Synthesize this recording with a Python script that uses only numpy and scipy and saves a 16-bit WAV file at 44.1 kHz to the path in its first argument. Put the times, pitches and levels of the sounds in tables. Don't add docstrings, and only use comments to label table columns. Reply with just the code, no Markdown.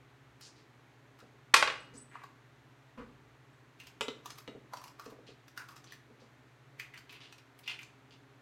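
import sys
import numpy as np
from scipy import signal
from scipy.fft import rfft, irfft
from scipy.io import wavfile

SR = 44100
rng = np.random.default_rng(int(sys.argv[2]) if len(sys.argv) > 2 else 0)


def persist_wave(psi):
    counts = np.round(np.clip(psi, -1, 1) * 32767).astype(np.int16)
    wavfile.write(sys.argv[1], SR, np.atleast_2d(counts).T)


N = 370881
CREAK_S = .02


def amp(db):
    return 10 ** (np.asarray(db) / 20)


def seconds(length):
    return np.arange(int(length * SR)) / SR


def lookup(points, hz):
    f, value = np.transpose(points)
    return np.interp(np.log(np.maximum(hz, 1)), np.log(f), value)


def colour(x, points):
    size = 4096
    gains = amp(lookup(points, np.fft.rfftfreq(size, 1 / SR)))
    cepstrum = irfft(np.log(gains))
    cepstrum[1:size // 2] *= 2
    cepstrum[size // 2 + 1:] = 0
    response = irfft(np.exp(rfft(cepstrum)))
    return signal.fftconvolve(x, response)[:len(x)]


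def resonate(x, hz, q):
    return signal.lfilter(*signal.iirpeak(hz, max(q, hz / (.4 * SR)), fs=SR), x)


def level(x, db, count=None):
    return x * amp(db) / np.sqrt(np.mean(x[:count] ** 2))


def burst(t60):
    t = seconds(1)
    return rng.standard_normal(len(t)) * amp(-60 * t / t60)


def ring(modes):
    t = seconds(1)
    return sum(amp(db - 60 * t / t60) * np.sin(2 * np.pi * (hz * t + rng.random()))
               for hz, db, t60 in modes)


def walk(rate):
    knots = rng.standard_normal(1024)
    return np.interp(np.arange(N) / SR * rate, np.arange(len(knots)), knots)


def add(out, s, x):
    start = int(s * SR)
    out[start:start + len(x)] += x[:N - start]


def appliance(wander=.24):
    # f/Hz, relative level/dB, unsteadiness/dB
    hum_tones = [(120, -65.5, .8), (134.7, -67.5, 3), (240.5, -79, 2), (269.8, -75, 2.5), (335, -78.5, 2),
                 (404, -77.5, 2), (69, -84, 4)]
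    # f/Hz, level/dB
    air_curve = [(200, -31.5), (450, 0), (750, 0.5), (1100, 0), (1950, -1.5), (3000, -9), (4100, -12),
                 (5000, -18), (6400, -17.5), (8000, -22.5), (10400, -28), (11500, -25), (16000, -34.5)]
    rumble_curve = [(20, -36), (36, -22), (55, -4.5), (72, -1.5), (90, -6.5), (128, 3.5), (165, 2.5),
                    (205, -6), (275, 5), (360, -1.5), (425, 2), (480, -13.5), (600, -24), (2000, -70.5)]
    t = np.arange(N) / SR
    hum = 0
    for hz, db, unsteady_db in hum_tones:
        phase = 2 * np.pi * (hz * t + rng.random()) + wander * unsteady_db * walk(24)
        hum = hum + np.sqrt(2) * amp(db + unsteady_db * walk(4.6)) * np.sin(phase)
    air = level(colour(rng.standard_normal(N), air_curve), -65.5)
    rumble = level(colour(rng.standard_normal(N), rumble_curve), -68) * amp(2 * walk(7))
    return amp(-1.44) * hum + air + rumble


def kitchen(x, echo_s, echo_db, early_db, tail_db):
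    # f/Hz, t60/s
    fade_times = [(125, 1), (500, 0.49), (1500, 0.46), (3000, 0.4), (6000, .43), (12000, 0.28)]
    # f/Hz, level/dB
    wall_curve = [(60, -5), (200, -4), (380, -2), (600, -1), (1000, -5), (3000, -2), (6000, -1),
                  (10000, -1.5), (16000, -5.5)]
    t = seconds(1)
    hz = np.fft.rfftfreq(len(t), 1 / SR)
    noise = rfft(rng.standard_normal(len(t)))
    tail = 0
    for centre in 2. ** np.arange(5, 15):
        octave = np.clip(1 - abs(np.log2(np.maximum(hz, 1) / centre)), 0, 1)
        tail = tail + irfft(noise * octave, len(t)) * amp(-60 * t / lookup(fade_times, centre))
    tail *= np.clip((t - .008) / .0073, 0, 1)
    early = burst(t60=.18) * (t > .003)
    echoes = amp(tail_db) * tail / np.linalg.norm(tail) + amp(early_db) * early / np.linalg.norm(early)
    response = colour(echoes, wall_curve)
    response[0] += 1
    response[int(echo_s * SR)] += amp(echo_db)
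    return signal.fftconvolve(x, response)[:N]


def table_bumps(press_s=.0065):
    # t/s, relative level/dB
    bumps = [(1.93, -54.5), (2.972, -46)]
    # f/Hz, level/dB
    table_curve = [(30, -15.5), (55, -2), (75, 2.5), (110, -3.5), (170, -4.5), (240, -0.5), (290, 0),
                   (350, -16), (490, -4), (700, -18.5), (1100, -8.5), (2000, -21), (6000, -42.5),
                   (16000, -60)]
    out = np.zeros(N)
    for s, db in bumps:
        push = burst(t60=.28) * (1 - np.exp(-seconds(1) / press_s))
        add(out, s, level(colour(push, table_curve), db, count=1024))
    return out


def blade(brush_s=.0063):
    # t/s, relative level/dB
    touches = [(1.807, -56.5), (1.972, -54), (1.981, -42.5), (2.019, -48), (3.535, -73)]
    # f/Hz, level/dB, t60/s
    steel_modes = [(7970, 5, 0.062), (8270, 0.5, 0.042), (9170, -10.5, 0.17)]
    swell = np.minimum(seconds(1) / brush_s, 1)
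    out = np.zeros(N)
    for s, db in touches:
        add(out, s - brush_s, level(ring(steel_modes), db, count=256) * swell)
    return out


def handling():
    # t/s, length/s, relative level/dB, centre f/Hz
    rubs = [(0.408, 0.073, -55, 5100), (0.554, 0.054, -66.5, 4060), (1.935, 0.051, -61.5, 6340),
            (2.109, 0.14, -58, 1870), (5.263, 0.042, -57.5, 3270), (5.861, 0.072, -61, 3320),
            (6.195, 0.052, -68.5, 4130), (7.199, 0.085, -55, 3050), (7.631, .05, -58.5, 3220),
            (8.102, 0.044, -61, 3240)]
    # t/s, relative level/dB
    taps = [(2.1518, -40), (2.2151, -49), (2.2356, -45)]
    out = np.zeros(N)
    for s, length, db, hz in rubs:
        add(out, s, crunch(length, db, hz))
    for s, db in taps:
        add(out, s - CREAK_S, pop(cells(), hz=1070, db=db))
    return out


def thud(db, hz, cycles=5.2):
    t = seconds(1)
    envelope = amp(-60 * t * hz / cycles) * (1 - np.exp(-t * hz * 2))
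    bump = np.sin(2 * np.pi * hz * t) * envelope
    rustle = resonate(resonate(burst(t60=.079), hz, q=1), hz, q=1)
    return level(bump, db, count=256) + level(rustle, db - 5, count=256)


def landings(pitch_hz=446, pitch_spread=.03, settle_s=.009):
    # t/s, relative level/dB
    falls = [(1.226, -52), (4.479, -41.5), (4.5511, -43.5), (5.063, -47.5), (5.122, -48), (5.188, -52),
             (5.289, -52.5), (6.101, -55.5), (6.22, -55.5)]
    out = np.zeros(N)
    for s, db in falls:
        hz = pitch_hz * np.exp(pitch_spread * rng.standard_normal())
        add(out, s, thud(db, hz))
        add(out, s + settle_s, thud(db - 6, hz * .6))
    return out


def strike(hits, body_curve, modes, body_t60, ring_db):
    out = np.zeros(N)
    for s, db, bright_hz in hits:
        clack = level(colour(burst(body_t60), body_curve), 0, count=256)
        tones = level(ring(modes), ring_db, count=256)
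        soften = signal.butter(2, bright_hz * 1.2, fs=SR)
        add(out, s, level(signal.lfilter(*soften, clack + tones), db, count=256))
    return out


def funnel():
    # t/s, relative level/dB, brightness f/Hz
    hits = [(4.0092, -27, 6340), (4.0822, -31.5, 4200), (4.477, -42, 3900)]
    # f/Hz, level/dB
    plastic_curve = [(40, -43.5), (120, -27), (260, 2), (350, -9), (450, 1), (750, -2), (1300, 0),
                     (2200, -7), (3700, -3), (4600, -12.5), (7000, -11.5), (11000, -20.5), (16000, -8)]
    # f/Hz, level/dB, t60/s
    modes = [(440, 2, 0.07), (1336, -2.5, 0.06), (2038, -7.5, 0.11), (3030, -0.5, 0.044),
             (3800, -1.5, 0.058), (5125, -17, 0.1)]
    return strike(hits, plastic_curve, modes, body_t60=.024, ring_db=-6)


def knife_drop():
    # t/s, level/dB, brightness f/Hz
    blows = [(1.5385, -25.5, 3000), (1.5408, -11.5, 7700), (1.5625, -23.5, 6000), (1.568, -24, 6000),
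             (1.6253, -19, 3300), (1.675, -28.5, 2760), (1.7005, -32, 2500)]
    # f/Hz, level/dB
    counter_curve = [(30, -28.5), (100, -27), (260, -13), (400, -13), (520, -3), (700, -7.5), (1100, 1.5),
                     (2300, 1.5), (3400, -3), (6000, -8), (10000, -14), (16000, -19.5)]
    # f/Hz, level/dB, t60/s
    modes = [(512.8, -5, 0.078), (900, -7, 0.14), (1075, 4, 0.065), (1135, -3, 0.17), (1570, 3.5, 0.021),
             (1568, -11, 0.17), (1620, -13.5, .3), (1880, -9, .06), (2080, -13, .3), (2444, -9, .25),
             (2503, -4.5, 0.19), (2880, -15, 0.55), (3220, -16, .35), (3600, -14, .2), (5400, -17, .15)]
    return strike(blows, counter_curve, modes, body_t60=.049, ring_db=-9.5)


def cells(per_s=7000, scatter_db=2.5):
    size = SR // 4
    bursts = rng.random(size) < per_s / SR
    strength = np.minimum(rng.exponential(size=size), 3)
    sign = rng.choice([-1, 1], size)
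    return bursts * sign * amp(scatter_db * strength)


def crunch(length, db, hz, fade_db=7, entry_s=.0038, release_s=.041):
    # f/Hz, level/dB
    flesh_curve = [(200, -38), (1000, 8.5), (3000, -0.5), (6000, 1), (9000, -3), (12000, -14.5),
                   (16000, -26)]
    t = seconds(.25)
    release = np.clip((length - t) / release_s + 1, 0, 1)
    pressure = (1 - np.exp(-t / entry_s)) * amp(-fade_db * t / length) * release
    tear = cells(per_s=800, scatter_db=3.5) * pressure
    hollow = resonate(tear, hz, q=max(5600 / hz, 1.6))
    hollow = resonate(hollow, hz, q=.7)
    moist = signal.lfilter(*signal.butter(2, 9000, fs=SR), hollow)
    fizz = colour(tear, flesh_curve)
    return level(level(moist, 0) + level(fizz, -11), db, count=int(length * SR * 2 / 3))


def rupture(t60, split_s=.002, creak_db=-25, creak_fade_s=.0078):
    t = seconds(.25) - CREAK_S
    after = np.maximum(t, 0)
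    creak = amp(creak_db) * np.exp(-abs(t) / creak_fade_s)
    split = 1 - np.exp(-(after / split_s) ** 2)
    return creak + split * amp(-60 * after / t60)


def snap_level(x, db):
    return x * amp(db) / np.std(x[int(CREAK_S * SR):int((CREAK_S + .006) * SR)])


def pop(clicks, hz, db):
    hollow = resonate(clicks * rupture(t60=.02), hz, q=6)
    return snap_level(resonate(hollow, hz, q=.78), db)


def snap(crack_db, splinter_db, pop_db, hz):
    # f/Hz, level/dB
    crack_curve = [(300, -17.5), (1500, 0.5), (3000, -1), (6000, -1.5), (8000, -7.5), (12000, -18),
                   (16000, -28)]
    splinter_curve = [(2000, -25), (6000, -4.5), (8500, -4), (10400, -4), (12500, -1.5), (16000, -11)]
    clicks = cells()
    tear = clicks * rupture(t60=.018)
    crack = snap_level(colour(tear, crack_curve), crack_db)
    splinter = snap_level(colour(tear, splinter_curve), splinter_db)
    return crack + splinter + pop(clicks, hz, pop_db)


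def cuts(tick_gap_s=.027):
    # t/s, length/s, snap/dB, pop/dB, flesh/dB, hollow's f/Hz
    strokes = [(1.188, .015, -58, -59, -64, 1399), (3.799, 0.078, -49, -49, -61, 2620),
               (4.257, 0.14, -40, -40.5, -60, 1170), (4.734, 0.15, -41.5, -33.5, -55.5, 1036),
               (4.995, .12, -46, -39.5, -60, 1200), (5.574, 0.051, -38.5, -36.5, -49.5, 1515),
               (5.686, 0.093, -48, -49, -58, 1180), (5.921, 0.026, -45.5, -46.5, -69, 1960),
               (6.7957, 0.05, -40.5, -35.5, -52, 2200), (6.9366, 0.061, -67, -45, -54, 2010),
               (7.092, 0.065, -61, -58, -54, 2600), (7.6757, 0.061, -42.5, -31, -40.5, 2600),
               (7.789, .045, -52, -44, -54.5, 2300)]
    # t/s, crack/dB, splintering/dB
    fibres = [(0.4085, -53, -56), (1.2006, -53.5, -70), (2.236, -52.5, -61), (3.8685, -47, -56),
              (4.303, -40, -65), (4.3824, -44.5, -48), (4.7693, -44.5, -62), (4.8386, -44.5, -49),
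              (4.8779, -49, -59), (5.057, -48, -61), (5.4798, -51, -59), (5.7626, -48, -67),
              (5.8413, -51, -80), (6.9749, -45.5, -58), (7.1248, -52, -56), (7.3242, -47, -61),
              (7.381, -52.5, -65), (7.589, -54.5, -53), (7.8297, -47.5, -67)]
    snaps, tearing = np.zeros(N), np.zeros(N)
    for s, length, snap_db, pop_db, flesh_db, hz in strokes:
        add(snaps, s - CREAK_S, snap(snap_db, snap_db - 7.5, pop_db, hz))
        add(tearing, s, crunch(length, flesh_db, hz))
        for k in range(6):
            delay = (k + rng.random()) * tick_gap_s
            if delay < length:
                add(snaps, s + delay - CREAK_S, snap(-57.5, -62.5, -65, hz))
    for s, db, splinter_db in fibres:
        nearest = min(strokes, key=lambda cut: abs(cut[0] + cut[1] - s))
        add(snaps, s - CREAK_S, snap(db, splinter_db, db - 7.5, hz=nearest[-1]))
    return amp(-3) * snaps + tearing


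def scene():
    knock = knife_drop()
    hands = funnel() + cuts() + handling() + landings() + table_bumps() + blade()
    counter_sound = kitchen(knock, echo_s=.0046, echo_db=-17.5, early_db=-7.5, tail_db=-6.5)
    hand_sound = kitchen(hands, echo_s=.0043, echo_db=-9.5, early_db=-1.5, tail_db=-6.5)
    return (counter_sound + amp(-3.5) * hand_sound + appliance())[None]


def record(dry):
    return signal.sosfilt(signal.ellip(10, .1, 80, 16100, fs=SR, output="sos"), dry)


dry = scene()
out = record(dry)
persist_wave(out)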